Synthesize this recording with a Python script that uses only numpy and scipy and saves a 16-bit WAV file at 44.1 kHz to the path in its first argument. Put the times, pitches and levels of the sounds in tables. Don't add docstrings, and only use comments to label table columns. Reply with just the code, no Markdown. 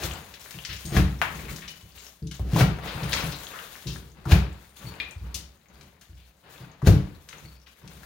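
import sys
import numpy as np
from scipy import signal
from scipy.fft import rfft, irfft
from scipy.io import wavfile
from scipy.ndimage import uniform_filter1d

SR = 44100
rng = np.random.default_rng(int(sys.argv[2]) if len(sys.argv) > 2 else 0)


def generate_wav(signal):
    frames = np.transpose(np.atleast_2d(signal))
    scaled = np.clip(frames, -1, 1) * 32767
    pcm = np.round(scaled).astype(np.int16)
    wavfile.write(sys.argv[1], SR, pcm)


N = 355004
T = np.arange(N) / SR
RING_T = T[:24576]


def gain_of(db):
    return 10 ** (np.asarray(db) / 20)


def evened(x):
    return x / np.sqrt(np.mean(x ** 2) + 1e-20)


def peaked(x):
    return x / abs(x.mean(0)).max()


def read(points, hz):
    pitches, values = np.transpose(points)
    return np.interp(np.log(hz + 1), np.log(pitches + 1), values)


def bins(x):
    return np.fft.rfftfreq(x.shape[-1], 1 / SR)


def coloured(x, tone):
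    return irfft(rfft(x) * gain_of(read(tone, bins(x))), x.shape[-1])


def add(mix, start_s, sound):
    part = mix[:, max(round(start_s * SR), 0):][:, :sound.shape[1]]
    part += sound[:, :part.shape[1]]


def ring(modes):
    return sum(gain_of(db - 60 * RING_T / fade_s) * np.sin(2 * np.pi * hz * RING_T)
               for hz, db, fade_s in modes)


def held(start_s, length_s, rise_s, fall_db_per_s):
    rise = np.clip((T - start_s) / rise_s, 0, 1)
    return rise * gain_of(-fall_db_per_s * np.maximum(T - start_s - length_s, 0))


def together(gains):
    return np.sqrt(sum(gain ** 2 for gain in gains))


def smoothed(x, seconds):
    width = max(int(seconds * SR), 1)
    return uniform_filter1d(uniform_filter1d(x, width), width)


def surrounded(gain, db, seconds):
    return together([gain, gain_of(db) * smoothed(gain, seconds)])


def unsteady(depth_db, seconds):
    return gain_of(depth_db * evened(smoothed(rng.standard_normal(N), seconds)))


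# pitch_hz, likeness
LIKENESS = [(60, 0.97), (125, 0.99), (250, 0.79), (500, 0.57), (1000, 0.067), (3000, 0), (8000, 0)]
def paired(x):
    left, other = rfft(x)
    same = np.clip(read(LIKENESS, bins(x)), -1, 1)
    right = same * left + np.sqrt(1 - same ** 2) * other
    return irfft(np.array([left, right]), x.shape[-1])


# pitch_hz, fade_s
ECHO_FADES = [(60, 0.45), (250, 0.33), (1000, 0.38), (3000, 0.4), (7000, 0.28), (15000, 0.24)]
def room_echo():
    noise = paired(rng.standard_normal((2, len(RING_T))))
    hz, t, bands = signal.stft(noise, SR, nperseg=256)
    fade = gain_of(-60 * t / read(ECHO_FADES, hz)[:, None])
    tail = signal.istft(bands * fade, SR, nperseg=256)[1]
    onset = 1 - np.exp(-RING_T / 0.0022)
    return evened(tail * onset) / np.sqrt(len(RING_T))


def in_room(x, echo_db, bounce_db=-9, count=7):
    bounces = np.zeros((2, len(RING_T)))
    delays_s = rng.uniform(0.00051, .008, count)
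    bounces[:, (delays_s * SR).astype(int)] = rng.uniform(-1.02, 1, (2, count))
    path = gain_of(echo_db) * room_echo() + gain_of(bounce_db) * paired(bounces)
    path[[0, 1], [0, 1]] += 1
    return signal.oaconvolve(np.atleast_2d(x), path, axes=1)[:, :x.shape[-1]]


def cracking(per_s, echo_db, force=1, spread_db=3.5, spots=6):
    happens = rng.random(N) < per_s / SR
    strength = gain_of(spread_db * np.minimum(rng.exponential(1, N), 4))
    clicks = force * evened(happens * rng.choice([-1, 1], N) * strength)
    spot = rng.integers(0, spots, N)
    heard = sum(in_room(clicks * (spot == k), echo_db) for k in range(spots))
    return heard / np.sqrt(1 + gain_of(echo_db) ** 2)


# pitch_hz, level_db
HUSH_TONE = [(30, -21), (65, -15), (200, -26), (500, 11), (2000, -0.5), (6000, -19.5), (16000, -40.5)]
def hush(level_db=-69):
    return gain_of(level_db) * evened(coloured(paired(rng.standard_normal((2, N))), HUSH_TONE))


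def crumbs(per_s=40, low_hz=1600, high_hz=12170, fade_s=0.0051, spread_db=4, sizes=14):
    lands = rng.random(N) < per_s / SR
    landings = lands * gain_of(spread_db * np.minimum(rng.exponential(1, N), 3))
    size = rng.integers(0, sizes, N)
    out = np.zeros((2, N))
    for k, hz in enumerate(np.geomspace(low_hz, high_hz, sizes)):
        tick = in_room(ring([(hz, 0, fade_s)]), echo_db=0)
        for at in np.flatnonzero(landings * (size == k)):
            add(out, at / SR, landings[at] * tick)
    return evened(out)


# pitch_hz, level_db
GRIT_TONE = [(1500, -11.5), (2600, -12), (4000, -10), (5200, -14.5), (7000, -11), (11000, -9.5),
             (16000, -7)]
# start_s, length_s, level_db
GRIT_RUNS = [(0, 0.021, -31.5), (0.39, 0.13, -46), (0.528, 0.47, -46.5), (1.214, 0.21, -44.5),
             (1.478, 0.037, -39.5), (1.67, 0.051, -48.5), (1.94, 0.15, -49.5), (2.33, 0.027, -51.5),
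             (2.824, 0.37, -46.5), (3.076, .19, -38), (3.344, 0.61, -47), (4.477, 0.17, -59),
             (4.75, 0.14, -47.5), (5.06, 0.47, -61), (5.726, 0.15, -60), (6, 0.3, -63), (6.486, 0.093, -51),
             (7.046, 0.17, -61), (7.268, 0.19, -53), (7.662, 0.13, -58.5), (7.885, .19, -54)]
def trickling(grit_db=3.5, crumb_db=-4):
    runs = together(gain_of(db) * held(start_s, length_s, rise_s=0.021, fall_db_per_s=129)
                    for start_s, length_s, db in GRIT_RUNS)
    flow = surrounded(runs, db=-3, seconds=0.44)
    grit = evened(coloured(cracking(per_s=2000, echo_db=4.5), GRIT_TONE))
    grit *= unsteady(depth_db=1.7, seconds=0.017)
    return flow * (gain_of(grit_db) * grit + gain_of(crumb_db) * crumbs())


# pitch_hz, level_db
SCRAPE_TONE = [(150, -37), (250, -3.5), (334, -5.5), (371, -8), (402, -3), (570, -2), (1010, -1.5),
               (1090, -3), (1360, -3.5), (4000, -13), (5200, -18.5), (8800, -120)]
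# pitch_hz, level_db
RUMBLE_TONE = [(20, -21.5), (45, -9), (64, -2.5), (100, -16.5), (150, -8.5), (200, -12), (260, -21),
               (400, -19.5), (800, -49)]
# start_s, length_s, scrape_db, strain_db
BAR_STROKES = [(0, 0.15, -43, -40.5), (0.47, 0.053, -63, -66), (1.19, .33, -49, -38),
               (2.425, .16, -77, -37), (2.794, 0.44, -39, -41), (3.122, 0.11, -37.5, -35),
               (3.48, 0.16, -49, -54), (3.838, 0.15, -57, -40), (4.154, 0.12, -56, -47),
               (4.778, 0.28, -50, -48), (5.232, 0.14, -55, -45), (5.677, .19, -61, -52),
               (6.42, 0.29, -54, -54.5), (7.33, 0.052, -54, -51.5), (7.801, 0.21, -57.5, -49)]
def scraping(grind_db=2, rumble_db=-1, resting_db=-62, rubble_db=-16, shudder_db=-7):
    grinds, strains = [], [gain_of(resting_db)]
    for start_s, length_s, scrape_db, strain_db in BAR_STROKES:
        stroke = held(start_s, length_s, rise_s=0.14 * length_s, fall_db_per_s=75.5)
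        grinds.append(gain_of(scrape_db) * stroke)
        strains.append(gain_of(strain_db) * stroke)
    for start_s, _, crunch_db, *_, knock_db in SLABS:
        slide = held(start_s, 0, rise_s=0.09, fall_db_per_s=69.5)
        shudder = held(start_s, 0, rise_s=0.09, fall_db_per_s=97.5)
        grinds.append(gain_of(crunch_db + rubble_db) * slide)
        strains.append(gain_of(knock_db + shudder_db) * shudder)
    grinding = surrounded(together(grinds), db=-13, seconds=.3)
    grinding *= unsteady(depth_db=1.0, seconds=0.0051)
    scrape = evened(coloured(cracking(per_s=1500, echo_db=2.5), SCRAPE_TONE))
    rumble = evened(coloured(paired(rng.standard_normal((2, N))), RUMBLE_TONE))
    return gain_of(grind_db) * grinding * scrape + gain_of(rumble_db) * together(strains) * rumble


# pitch_hz, level_db, fade_s
BAR_TONES = [(2420, 0, .16), (2528, -5, .17), (2990, -2, .27), (3520, -2, .14), (4450, 0, .2),
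             (5510, -8, .23), (6650, 0, .38), (7600, -2, .27), (8530, 0, .19), (11700, 0, .2)]
# start_s, level_db, pitch_hz
BAR_TOUCHES = [(0.2, -54, 6600), (0.8556, -31, 8300), (0.858, -41, 6800), (1.561, -49, 6500),
               (1.68, -53, 5400), (1.682, -38, 2810), (1.984, -42, 7200), (2.31, -45.5, 3050),
               (3.444, -46, 6360), (4.765, -52, 6600), (4.868, -41, 4450), (5.001, -25.5, 2430),
               (5.002, -40, 3520), (6.879, -46, 11700), (7.29, -58, 6800), (7.457, -46, 4450)]
def clinks(detune=0.006, reach_octaves=0.09):
    out = np.zeros((2, N))
    for start_s, db, touch_hz in BAR_TOUCHES:
        tones = []
        for hz, tone_db, fade_s in BAR_TONES:
            rung_db = tone_db - 10 * abs(np.log2(hz / touch_hz)) / reach_octaves
            tones += [(hz * (1 + detune * rng.standard_normal() * k), rung_db - 4 * k, fade_s)
                      for k in range(3)]
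        add(out, start_s, gain_of(db) * peaked(in_room(ring(tones), echo_db=0)))
    return out


def crack_burst(pitch_hz, spread_octaves, cracking_s, edge_db=-23, size=4096, spots=3):
    hz = abs(np.fft.fftfreq(size, 1 / SR)) + 1
    tone = np.exp(-.5 * abs(np.log2(hz / pitch_hz) / spread_octaves) ** 3)
    tone += gain_of(edge_db)
    click = np.fft.ifft(np.exp(np.conj(signal.hilbert(np.log(tone))))).real
    cracks = rng.laplace(size=size) / 2 * np.exp(-T[:size] / cracking_s)
    cracks[0] = 1.9
    spot = rng.integers(0, spots, size)
    heard = 0
    for k in range(spots):
        burst = signal.fftconvolve(cracks * (spot == k), click)[:size]
        heard += in_room(np.pad(burst, (0, len(RING_T) - size)), echo_db=1, bounce_db=-6)
    return heard / heard.mean(0)[:SR // 100].std()


# start_s, level_db, pitch_hz, spread_octaves, cracking_s
SNAPS_AND_SCRAPES = [(0.3396, -43.5, 3060, 0.82, 0.0039), (0.508, -39, 6540, 1.8, 0.0032),
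                     (0.6498, -33, 3400, 1.05, 0.005), (0.69, -39, 2600, 0.78, 0.046),
                     (0.7635, -45, 5600, .45, 0.0047), (0.854, -39, 7100, 1, 0.0059),
                     (1.2164, -18.5, 1310, 0.96, 0.00002), (1.5617, -41, 5500, 0.76, 0.0026),
                     (1.6194, -43, 2000, 0.77, 0.034), (1.6789, -39, 3600, 0.88, 0.012),
                     (2.271, -47, 4800, 0.87, 0.0018), (2.3128, -39.5, 3300, 1.46, 0.0072),
                     (2.395, -40, 560, 0.72, 0.0022), (2.561, -23.5, 780, 0.65, 0.0092),
                     (2.786, -38, 795, 1.1, 0.0049), (2.8744, -39, 2700, 0.69, 0.036),
                     (3.0318, -37.5, 3500, 0.71, 0.0065), (3.122, -30, 4020, 0.31, 0.0044),
                     (3.1313, -22.5, 3020, 1.16, 0.0077), (3.167, -31.5, 2250, 0.76, 0.016),
                     (3.3228, -39, 3560, 0.64, .0025), (3.534, -42, 1430, 0.42, 0.066),
                     (3.8694, -38.5, 4200, 0.58, 0.033), (4.2539, -37.5, 1060, 0.42, 0.0076),
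                     (4.311, -32.5, 1600, 1.46, 0.011), (5.001, -31.5, 2400, 0.74, 0.0015),
                     (5.11, -46, 8560, 0.51, .001), (5.3435, -29.5, 6240, 1.17, 0.013),
                     (5.8106, -51, 2440, 1.5, .003), (6.0113, -50.5, 3780, 2, 0.013),
                     (6.171, -62.5, 2960, 0.57, .13), (6.818, -41.5, 964, 0.7, 0.0084),
                     (6.877, -24, 447, .6, .007), (7.2892, -42, 3150, 1.34, 0.0023),
                     (7.329, -43, 1850, 0.82, 0.0042), (7.668, -51, 2010, 1.14, 0.0096),
                     (7.877, -48, 4400, 1, 0.0012)]
def snaps_and_scrapes():
    bursts = list(SNAPS_AND_SCRAPES)
    for start_s, _, crunch_db, _, _, crack_hz, thud_db, *_ in SLABS:
        crack = (start_s, crunch_db - 1, crack_hz, 1.0, .0025)
        thud = (start_s, thud_db, 250, 0.89, 0.0039)
        bursts += [crack, thud]
    out = np.zeros((2, N))
    for start_s, db, *shape in bursts:
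        add(out, start_s, gain_of(db) * crack_burst(*shape))
    return out


def swell(shove_db, lean_s, quickest_s=0.0072, hard_db=-22):
    rise_s = quickest_s + lean_s / (1 + gain_of(shove_db - hard_db) ** 2)
    return 1 - np.exp(-RING_T / rise_s)


# pitch_hz, level_db, fade_s
FRAME_TONES = [(63.5, -0.5, 0.47), (73.9, 7.5, 0.097), (85.8, 14, 0.09)]
# pitch_hz, level_db, fade_s
BOARD_TONES = [(127.8, 2, 0.12), (137.9, 4, 0.15), (157.2, 2, 0.2), (186.5, -3.5, 0.25), (226, -6.5, 0.048),
               (257, -25.5, 0.46), (296.4, -18, 0.37), (332, -4, 0.1), (436, -16, 0.19)]
# start_s, boom_db,
# knock_db
BAR_SHOVES = [(0.543, -42, -39.5), (0.688, -31, -43.5), (0.849, -31, -35), (1.393, -54, -46),
              (1.5, -52.5, -38), (1.83, -37.5, -54.5), (2.221, -28, -31.5), (2.397, -18, -33.5),
              (2.531, -24, -17), (2.639, -24, -40), (2.822, -46, -35.5), (2.947, -30, -35),
              (3.021, -25, -27), (3.236, -33, -27.5), (3.856, -30, -31.5), (4.843, -34, -36),
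              (5.16, -27, -65), (5.212, -26.5, -45), (5.344, -34.5, -52.5), (6.094, -35.5, -53),
              (6.602, -41.5, -40.5), (7.435, -37.5, -45), (7.837, -52, -45)]
def wall(frame_db=-1, boards_db=6):
    shoves = list(BAR_SHOVES)
    for start_s, give_early_s, *_, boom_db, knock_db in SLABS:
        first_give = (start_s - give_early_s, boom_db - 20.5, knock_db - 9.5)
        swing_back = (start_s + .043, boom_db - 22.5, knock_db - 24.5)
        shoves += [first_give, (start_s, boom_db, knock_db), swing_back]
    out = np.zeros((2, N))
    frame, boards = -ring(FRAME_TONES), -ring(BOARD_TONES)
    for start_s, boom_db, knock_db in shoves:
        boom = in_room(frame * swell(boom_db, lean_s=0.037), echo_db=-3.5, bounce_db=-14.5)
        knock = in_room(boards * swell(knock_db, lean_s=0.0069), echo_db=-3, bounce_db=-14.5)
        add(out, start_s, gain_of(boom_db + frame_db) * peaked(boom))
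        add(out, start_s, gain_of(knock_db + boards_db) * peaked(knock))
    return out


# pitch_hz, level_db
CRUNCH_TONE = [(150, -19.5), (250, -3), (350, -2.5), (550, -5.5), (760, -2), (950, -12.5), (1600, -9),
               (2100, -12.5), (4200, -15), (7000, -19.5), (16000, -17)]
# start_s, give_early_s, crunch_db, rise_s, fall_s, crack_hz, thud_db, boom_db, knock_db
SLABS = [(0.036, .03, -32.5, 0.066, 0.012, 4000, -42, -22, -38.5),
         (0.967, 0.047, -24, 0.028, .027, 1460, -52, -5.5, -14),
         (2.608, 0.052, -20, 0.039, 0.01, 1330, -28.5, -13.5, -13),
         (4.319, .06, -22.5, 0.018, 0.025, 1540, -36, -0.5, -16.5),
         (6.871, 0.043, -23.5, 0.0097, 0.017, 550, -21.5, -1.5, -11)]
def crunches(level_db=2):
    force = sum(gain_of(db) * np.exp(-np.maximum((start_s - T) / rise_s, (T - start_s) / fall_s))
                for start_s, _, db, rise_s, fall_s, *_ in SLABS)
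    crunch = coloured(cracking(per_s=4000, echo_db=0.5, force=force), CRUNCH_TONE)
    tone_gain = np.sqrt(np.mean(gain_of(read(CRUNCH_TONE, bins(T))) ** 2))
    return gain_of(level_db) * crunch / tone_gain


# pitch_hz, louder_db
LEFT_LEAD = [(60, 0), (110, 2), (200, 1.5), (380, 3), (700, 4.5), (1290, 7), (2380, 8), (4400, 8.5),
             (8120, 9), (15000, 8)]
def scene():
    mix = wall() + crunches() + snaps_and_scrapes() + clinks() + scraping() + trickling() + hush()
    lean = gain_of(read(LEFT_LEAD, bins(mix)))
    sides = np.array([2 * lean, 2 * np.ones_like(lean)]) / (1 + lean)
    return irfft(rfft(mix) * sides, N)


# pitch_hz, level_db
MIC_TONE = [(6900, -1.5), (7400, -7), (11000, -7), (16000, -6.5)]
def record(dry, low_cut_hz=42, high_cut_hz=16100):
    low_cut = signal.butter(2, low_cut_hz, "high", fs=SR, output="sos")
    high_cut = signal.firwin(511, high_cut_hz, window=("kaiser", 9), fs=SR)
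    shaped = signal.sosfilt(low_cut, coloured(dry, MIC_TONE))
    return signal.oaconvolve(np.clip(shaped, -1, 1), high_cut[None], "same")


dry = scene()
out = record(dry)
generate_wav(out)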